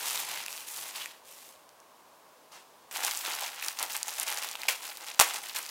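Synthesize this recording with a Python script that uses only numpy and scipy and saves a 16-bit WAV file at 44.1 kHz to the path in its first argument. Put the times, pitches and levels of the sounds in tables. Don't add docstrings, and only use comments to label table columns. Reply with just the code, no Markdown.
import sys
import numpy as np
from scipy import signal
from scipy.fft import rfft, irfft
from scipy.io import wavfile
from scipy.ndimage import uniform_filter1d

SR = 44100
rng = np.random.default_rng(int(sys.argv[2]) if len(sys.argv) > 2 else 0)


def generate_wav(signal):
    frames = np.transpose(np.atleast_2d(signal))
    scaled = np.clip(frames, -1, 1) * 32767
    pcm = np.round(scaled).astype(np.int16)
    wavfile.write(sys.argv[1], SR, pcm)


N = 251370
TIME = np.arange(N) / SR
TOP_HZ = 15900

# (time [s], length [s], level [dB], body [dB], sheen [dB])
RIBBON_PULLS = [(-.04, 0.11, -38.5, -1.5, 1), (.025, 0.19, -35, -1.5, 2), (.26, 0.14, -36.5, -2.5, -3),
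                (.47, 0.14, -45, -2, 3.5), (.655, 0.11, -47, -1, 8), (.735, 0.16, -43.5, -1, 3.5),
                (.935, 0.084, -39, -3.5, -2.5), (1.23, 0.26, -53, -21, 3.5)]
# (time [s], energy over one millisecond [dB], pitch [Hz])
LOUD_CREASES = [(.176, -28.5, 4120), (.4629, -27.5, 2600), (.4824, -28.5, 2400), (.5282, -30.5, 3840),
                (.5776, -32.5, 3000), (.96, -33, 4260), (1.059, -30, 2300), (1.6919, -46.5, 6100),
                (1.8022, -48, 5600), (2.9125, -35.5, 7000), (2.9723, -28, 8000), (3.0491, -18, 9000),
                (3.1111, -26, 6300), (3.1736, -23, 7000), (3.2512, -25.5, 3780), (3.3209, -30, 3920),
                (3.3517, -27.5, 9400), (3.6264, -25.5, 2530), (3.6843, -19.5, 6600), (3.7893, -25, 5200),
                (3.8279, -18.5, 8000), (3.9663, -22, 8100), (4.0303, -20, 7400), (4.0821, -25, 7360),
                (4.1989, -18.5, 9200), (4.2319, -23, 9700), (4.281, -25, 5100), (4.3028, -24.5, 11000),
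                (4.3736, -25.5, 5500), (4.4887, -27, 4700), (4.5137, -29, 4100), (4.5543, -27, 2930),
                (4.6182, -29.5, 3650), (4.6343, -26.5, 2640), (4.684, -25, 6550), (4.6864, -15, 2700),
                (4.9721, -32.5, 5500), (5.195, -17.5, 2100), (5.199, -5, 6800), (5.2096, -17, 3000),
                (5.2126, -15, 5500), (5.3621, -28.5, 9300), (5.4962, -32, 4100), (5.5633, -26, 9100),
                (5.5871, -27, 9300), (5.692, -32, 5900)]
# (time [s], level [dB], ring [Hz], t60 [s])
PANEL_FLIPS = [(0.4623, -31, 1770, 0.0059), (1.0585, -32, 1880, .006), (3.049, -34, 800, .016),
               (3.279, -36, 895, .02), (3.445, -38.5, 870, .014), (3.625, -33, 2290, .012),
               (4.082, -36, 840, .012), (4.554, -32.5, 1010, .01), (4.653, -34, 810, .009),
               (4.686, -17.5, 2280, .01), (5.1987, -3.5, 1060, 0.0036), (5.2122, -16.5, 870, 0.012)]
# (time [s], level [dB])
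BRUSH_ENVELOPE = [(2.505, -88), (2.52, -51), (2.56, -50), (2.61, -57), (2.7, -74)]
# (time [s], length [s], level [dB], body [dB], crispness [dB])
PAPER_TUGS = [(2.91, 0.15, -37, 2.5, -2), (3.015, 0.087, -33.5, -3, 0), (3.12, 0.099, -43, -1, 7),
              (3.225, 0.11, -34, -1.5, -4), (3.355, 0.11, -36.5, 1, -2), (3.555, 0.027, -39.5, -7, -11),
              (3.6, 0.08, -38.5, -3, 1), (3.78, 0.052, -36, 4.5, -1), (3.893, 0.059, -36.5, -1.5, 0.5),
              (4.068, 0.022, -39, 1, 1), (4.11, 0.053, -45, -3, 4.5), (4.175, .035, -35, -0.5, 0),
              (4.255, 0.075, -33.5, -1, -3.5), (4.36, .02, -41, 2, 4), (4.41, 0.037, -35, -0.5, -3.5),
              (4.503, 0.0095, -42.5, 2, -5), (4.575, 0.1, -44.5, 0, -5.5), (4.812, 0.077, -40, -1.5, -2.5),
              (4.995, 0.031, -46.5, 4, -7), (5.062, 0.028, -37.5, -4.5, -7), (5.26, 0.11, -37.5, 0, -1),
              (5.425, 0.064, -40.5, -3.5, -2), (5.544, 0.017, -32.5, -1.5, -0.5), (5.59, 0.093, -46, -3, 2)]
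# (time [s], level [dB], t60 [s])
FINGER_PRESSES = [(2.93, -74, .5), (3.04, -73, .7), (3.24, -75, .7), (3.79, -74, .25), (3.955, -71, .1),
                  (4.16, -81, .5), (4.28, -75, .3)]
# (time [s], level [dB], rise [s], t60 [s], ring [Hz], ring [dB], air puff [dB])
FLAP_SNAPS = [(4.6825, -23.5, 0.0026, 0.2, 2290, -2.5, -64), (5.1933, -22.5, .00062, 0.018, 2080, 7, -56),
              (5.1988, -20, 0.00059, 0.24, 2040, -4, -34), (5.2082, -14.5, .0033, 0.069, 1900, -4, -46)]
# (frequency [Hz], width [Hz], gain [dB])
ROOM_TABLE_PEAKS = [(500, 28, -7.5), (633, 31, -10.5), (826, 30, -6), (1030, 24, -18), (1128, 24, -30),
                    (1240, 12, -13), (1340, 64, -13.5), (2080, 52, -19.5), (2700, 54, -19)]
# (frequency [Hz], gain [dB])
RIBBON_EQ = [(71, -70), (120, -31), (157, -8), (188, -23.5), (327, -12.5), (362, -10), (546, -10),
             (949, 0.5), (1320, -4.5), (2930, -1.5), (4590, -4.5), (8480, -5), (15000, -7), (16000, -21)]
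ROOM_EQ = [(18, -63), (30, -38), (86, -17.5), (134, -25), (157, -15.5), (189, -12.5), (295, -8.5),
           (364, -8), (616, -2.5), (721, -4.5), (1100, -1.5), (1350, -10.5), (1630, -10), (1760, -14),
           (16000, -22.5)]
BRUSH_EQ = [(200, -18), (900, 12), (1600, 2.5), (3200, 3), (6000, 1), (10000, -5), (16000, -13)]
PAPER_EQ = [(59, -74), (100, -32), (185, -29), (266, -18.5), (415, -13), (452, -12), (535, -11), (836, 0),
            (1230, -3), (2860, -1.5), (4380, -4.5), (5900, -4), (14700, -6.5), (16000, -12)]
SNAP_EQ = [(100, -36), (250, -24), (380, -9.5), (600, -4), (1000, 0.5), (2500, -18.5), (4500, -4),
           (6500, -2), (12000, -4.5), (16000, -8)]


def undb(db):
    return 10 ** (np.asarray(db) / 20)


def unit(x):
    return x / np.sqrt(np.mean(x ** 2))


def add(out, s, x):
    i = int(s * SR)
    out[i:i + len(x)] += x[:N - i]


def fade(t, t60):
    return np.exp(-np.log(1000) * t / t60)


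def band(x, hz, width_hz, passes=1):
    w = 2 * np.pi * min(hz, SR * .45) / SR
    a = np.sin(w) * width_hz / hz / 2
    for _ in range(passes):
        x = signal.lfilter([a, 0, -a], [1 + a, -2 * np.cos(w), 1 - a], x)
    return x


def colour(x, eq, size=2048):
    hz, db = np.transpose(eq)
    bins_hz = np.maximum(np.arange(size // 2 + 1) * SR / size, 1)
    gain = undb(np.interp(np.log(bins_hz), np.log(hz), db))
    cepstrum = irfft(np.log(gain))
    cepstrum[1:size // 2] *= 2
    cepstrum[size // 2 + 1:] = 0
    return signal.fftconvolve(x, irfft(np.exp(rfft(cepstrum))))[:len(x)]


def diffuse(x, t60, delay_s, dull_hz, size=22050):
    t = np.arange(size) / SR
    tail = rng.standard_normal(size) * fade(t, t60) * (t > delay_s)
    tail = signal.lfilter(*signal.butter(1, dull_hz, fs=SR), tail / np.linalg.norm(tail))
    return signal.fftconvolve(x, tail)[:N]


def wander(rate_hz):
    hold = int(SR / rate_hz)
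    steps = np.repeat(rng.standard_normal(N // hold + 1), hold)[:N]
    return np.sqrt(3 / 2) * uniform_filter1d(steps, hold)


def stroke(s, length_s, attack_s, release_t60, sag_db_per_s=0):
    out, live = np.zeros(N), (TIME > s) & (TIME < s + 1)
    t = TIME[live] - s
    sag = undb(-sag_db_per_s * np.minimum(t, length_s))
    release = fade(np.maximum(t - length_s, 0), release_t60)
    out[live] = np.minimum(t / attack_s, 1) * sag * release
    return out


def hand_motion(moves, swell_share, release_t60, sag_db_per_s, rest=0):
    power = np.array([stroke(s, length_s, swell_share * length_s, release_t60, sag_db_per_s) * undb(db)
                      for s, length_s, db, _, _ in moves]) ** 2
    total = power.sum(0) + rest ** 2 + 1e-14
    body_db, top_db = np.transpose(moves)[-2:] @ power / total
    return 10 * np.log10(total), body_db, top_db


def crackle(per_s, spread_db, cluster_db, cluster_hz, octaves, rub_db=-0.5, window=2200):
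    chance, strength, pitch, sign = rng.random((4, N))
    size_db = -spread_db * np.log(np.maximum(strength, .04))
    slips = (chance < per_s / SR) * undb(size_db) * np.sign(sign - .5)
    centres_hz = np.geomspace(250, 15000, 11)
    slip_octave = np.log2(centres_hz[0]) + pitch * np.log2(TOP_HZ * 2 / centres_hz[0])
    ticks = np.zeros(N)
    for hz in centres_hz:
        share = np.exp(-.5 * ((slip_octave - np.log2(hz)) / octaves) ** 2)
        ticks += band(slips * share * rng.choice([-1, 1], N), hz, hz, passes=2)
    rubbing = undb(rub_db) * rng.standard_normal(N)
    texture = (unit(ticks) + rubbing) * undb(cluster_db * wander(cluster_hz))
    local_power = uniform_filter1d(uniform_filter1d(texture ** 2, window), window)
    return texture / np.sqrt(local_power)


def rustle(slips, eq, motion, body_hz, crisp_hz):
    level_db, body_db, top_db = motion
    full = unit(colour(slips, eq))
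    body = signal.sosfiltfilt(signal.butter(2, body_hz, fs=SR, output="sos"), full)
    top = signal.sosfiltfilt(signal.butter(2, crisp_hz, "high", fs=SR, output="sos"), full)
    mids = full - body - top
    return undb(level_db) * (mids + body * undb(body_db) + top * undb(top_db))


def ribbon(pulling, zip_hz=3100, zip_width_hz=1700):
    slips = crackle(per_s=5000, spread_db=5, cluster_db=1.35, cluster_hz=230, octaves=0.71)
    taut = undb(-44.5) * stroke(s=1, length_s=0.023, attack_s=0.014, release_t60=0.072)
    edge_zip = unit(band(slips, zip_hz, zip_width_hz, passes=2)) * taut
    return edge_zip + undb(1.84) * rustle(slips, RIBBON_EQ, pulling, body_hz=1340, crisp_hz=5500)


def room_tone(air_db=-57.5, hum_hz=158, hum_db=-86):
    air = unit(colour(rng.standard_normal(N), ROOM_EQ)) * undb(air_db + 0.19 * wander(4.6))
    hum = unit(np.sin(2 * np.pi * hum_hz * TIME)) * undb(hum_db + 2 * wander(4.2))
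    return air + hum


def small_creases(effort_db, per_s=30, over_db=4.5, scatter_db=2.5, hz=7000, octaves=0.59, count=400):
    times = np.cumsum(rng.exponential(1 / per_s, count))
    return [(s, effort_db[int(s * SR)] + over_db + scatter_db * strength, hz * 2 ** (octaves * pitch))
            for s, (strength, pitch) in zip(times, rng.standard_normal((count, 2)))
            if .01 < s < TIME[-1]]


def crease_pops(creases, lead_t60=0.0014, slip_t60=0.001, ragged=0.7, splash_db=-9, size=400):
    out, t = np.zeros(N), np.arange(-size // 4, size) / SR
    creak = fade(np.abs(t), np.where(t < 0, lead_t60, slip_t60))
    for (s, db, hz), noise in zip(creases, rng.standard_normal((size, len(t)))):
        jump = (t == 0) + ragged * noise * creak
        pop = band(jump, hz, hz, passes=2) + undb(splash_db) * band(jump, 2 * hz, 4 * hz)
        energy = np.sum(pop ** 2) / (SR / 1000)
        add(out, s + t[0], pop * undb(db) / np.sqrt(energy))
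    return out


def panel_pops(size=2000):
    out, t = np.zeros(N), np.arange(size) / SR
    for s, db, hz, t60 in PANEL_FLIPS:
        add(out, s, undb(db) * np.sqrt(2) * np.cos(2 * np.pi * hz * t) * fade(t, t60))
    return out


def finger_brush():
    level_db = np.interp(TIME, *np.transpose(BRUSH_ENVELOPE))
    return unit(colour(rng.standard_normal(N), BRUSH_EQ)) * undb(level_db)


def wrapping(crumpling):
    slips = crackle(per_s=2000, spread_db=5.5, cluster_db=2, cluster_hz=150, octaves=0.52)
    return undb(1.97) * rustle(slips, PAPER_EQ, crumpling, body_hz=1380, crisp_hz=5300)


def table_thuds(thud_hz=68, width_hz=45):
    force = sum(undb(db) * (TIME > s) * fade(np.abs(TIME - s), t60) for s, db, t60 in FINGER_PRESSES)
    rumble = band(rng.standard_normal(N), thud_hz, width_hz)
    return force * unit(band(rumble, thud_hz, 2 * width_hz))


def flap_snaps(puff_hz=90, puff_width_hz=260, flutter_db=3, size=11025):
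    out, t = np.zeros(N), np.arange(size) / SR
    flutter = undb(flutter_db * wander(500))[:size]
    puff = band(t == 0, puff_hz, puff_width_hz)
    for s, db, rise_s, t60, ring_hz, ring_db, puff_db in FLAP_SNAPS:
        shudder = unit(colour(rng.standard_normal(size), SNAP_EQ) * flutter)
        ring = undb(ring_db) * unit(band(rng.standard_normal(size), ring_hz, ring_hz * 1.7, passes=2))
        envelope = np.minimum(t / rise_s, 1) * fade(np.maximum(t - rise_s, 0), t60)
        add(out, s, undb(db) * (shudder + ring) * envelope + undb(puff_db) * puff / puff.max())
    return out


def scene(ribbon_strain_db=-8, grip_s=2.911, settle_db_per_s=1.5, sheet_low_hz=330):
    pulling = hand_motion(RIBBON_PULLS, swell_share=0.23, release_t60=0.46, sag_db_per_s=9)
    grip = undb(-46.5 - settle_db_per_s * (TIME - grip_s)) * (TIME > grip_s)
    crumpling = hand_motion(PAPER_TUGS, swell_share=0.31, release_t60=0.26, sag_db_per_s=5.5, rest=grip)
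    effort_db = np.maximum(pulling[0] + ribbon_strain_db, crumpling[0])
    pops = crease_pops(LOUD_CREASES + small_creases(effort_db)) + panel_pops()
    pops = signal.lfilter(*signal.butter(2, sheet_low_hz, "high", fs=SR), pops)
    sheet = pops + undb(-5.5) * diffuse(pops, t60=0.0064, delay_s=.0004, dull_hz=6000)
    paper = sheet + ribbon(pulling) + wrapping(crumpling) + flap_snaps()
    placement_peaks = sum(undb(db) * band(paper, hz, width_hz) for hz, width_hz, db in ROOM_TABLE_PEAKS)
    direct = undb(-1.04) * (paper + placement_peaks) + finger_brush()
    reverb = undb(-10.5) * diffuse(direct, t60=0.33, delay_s=0.0073, dull_hz=5140)
    return (direct + reverb + table_thuds() + room_tone())[None]


def record(dry):
    high_cut = signal.ellip(10, .2, 70, TOP_HZ, fs=SR, output="sos")
    return signal.sosfilt(high_cut, np.clip(dry, -1, 1))


dry = scene()
out = record(dry)
generate_wav(out)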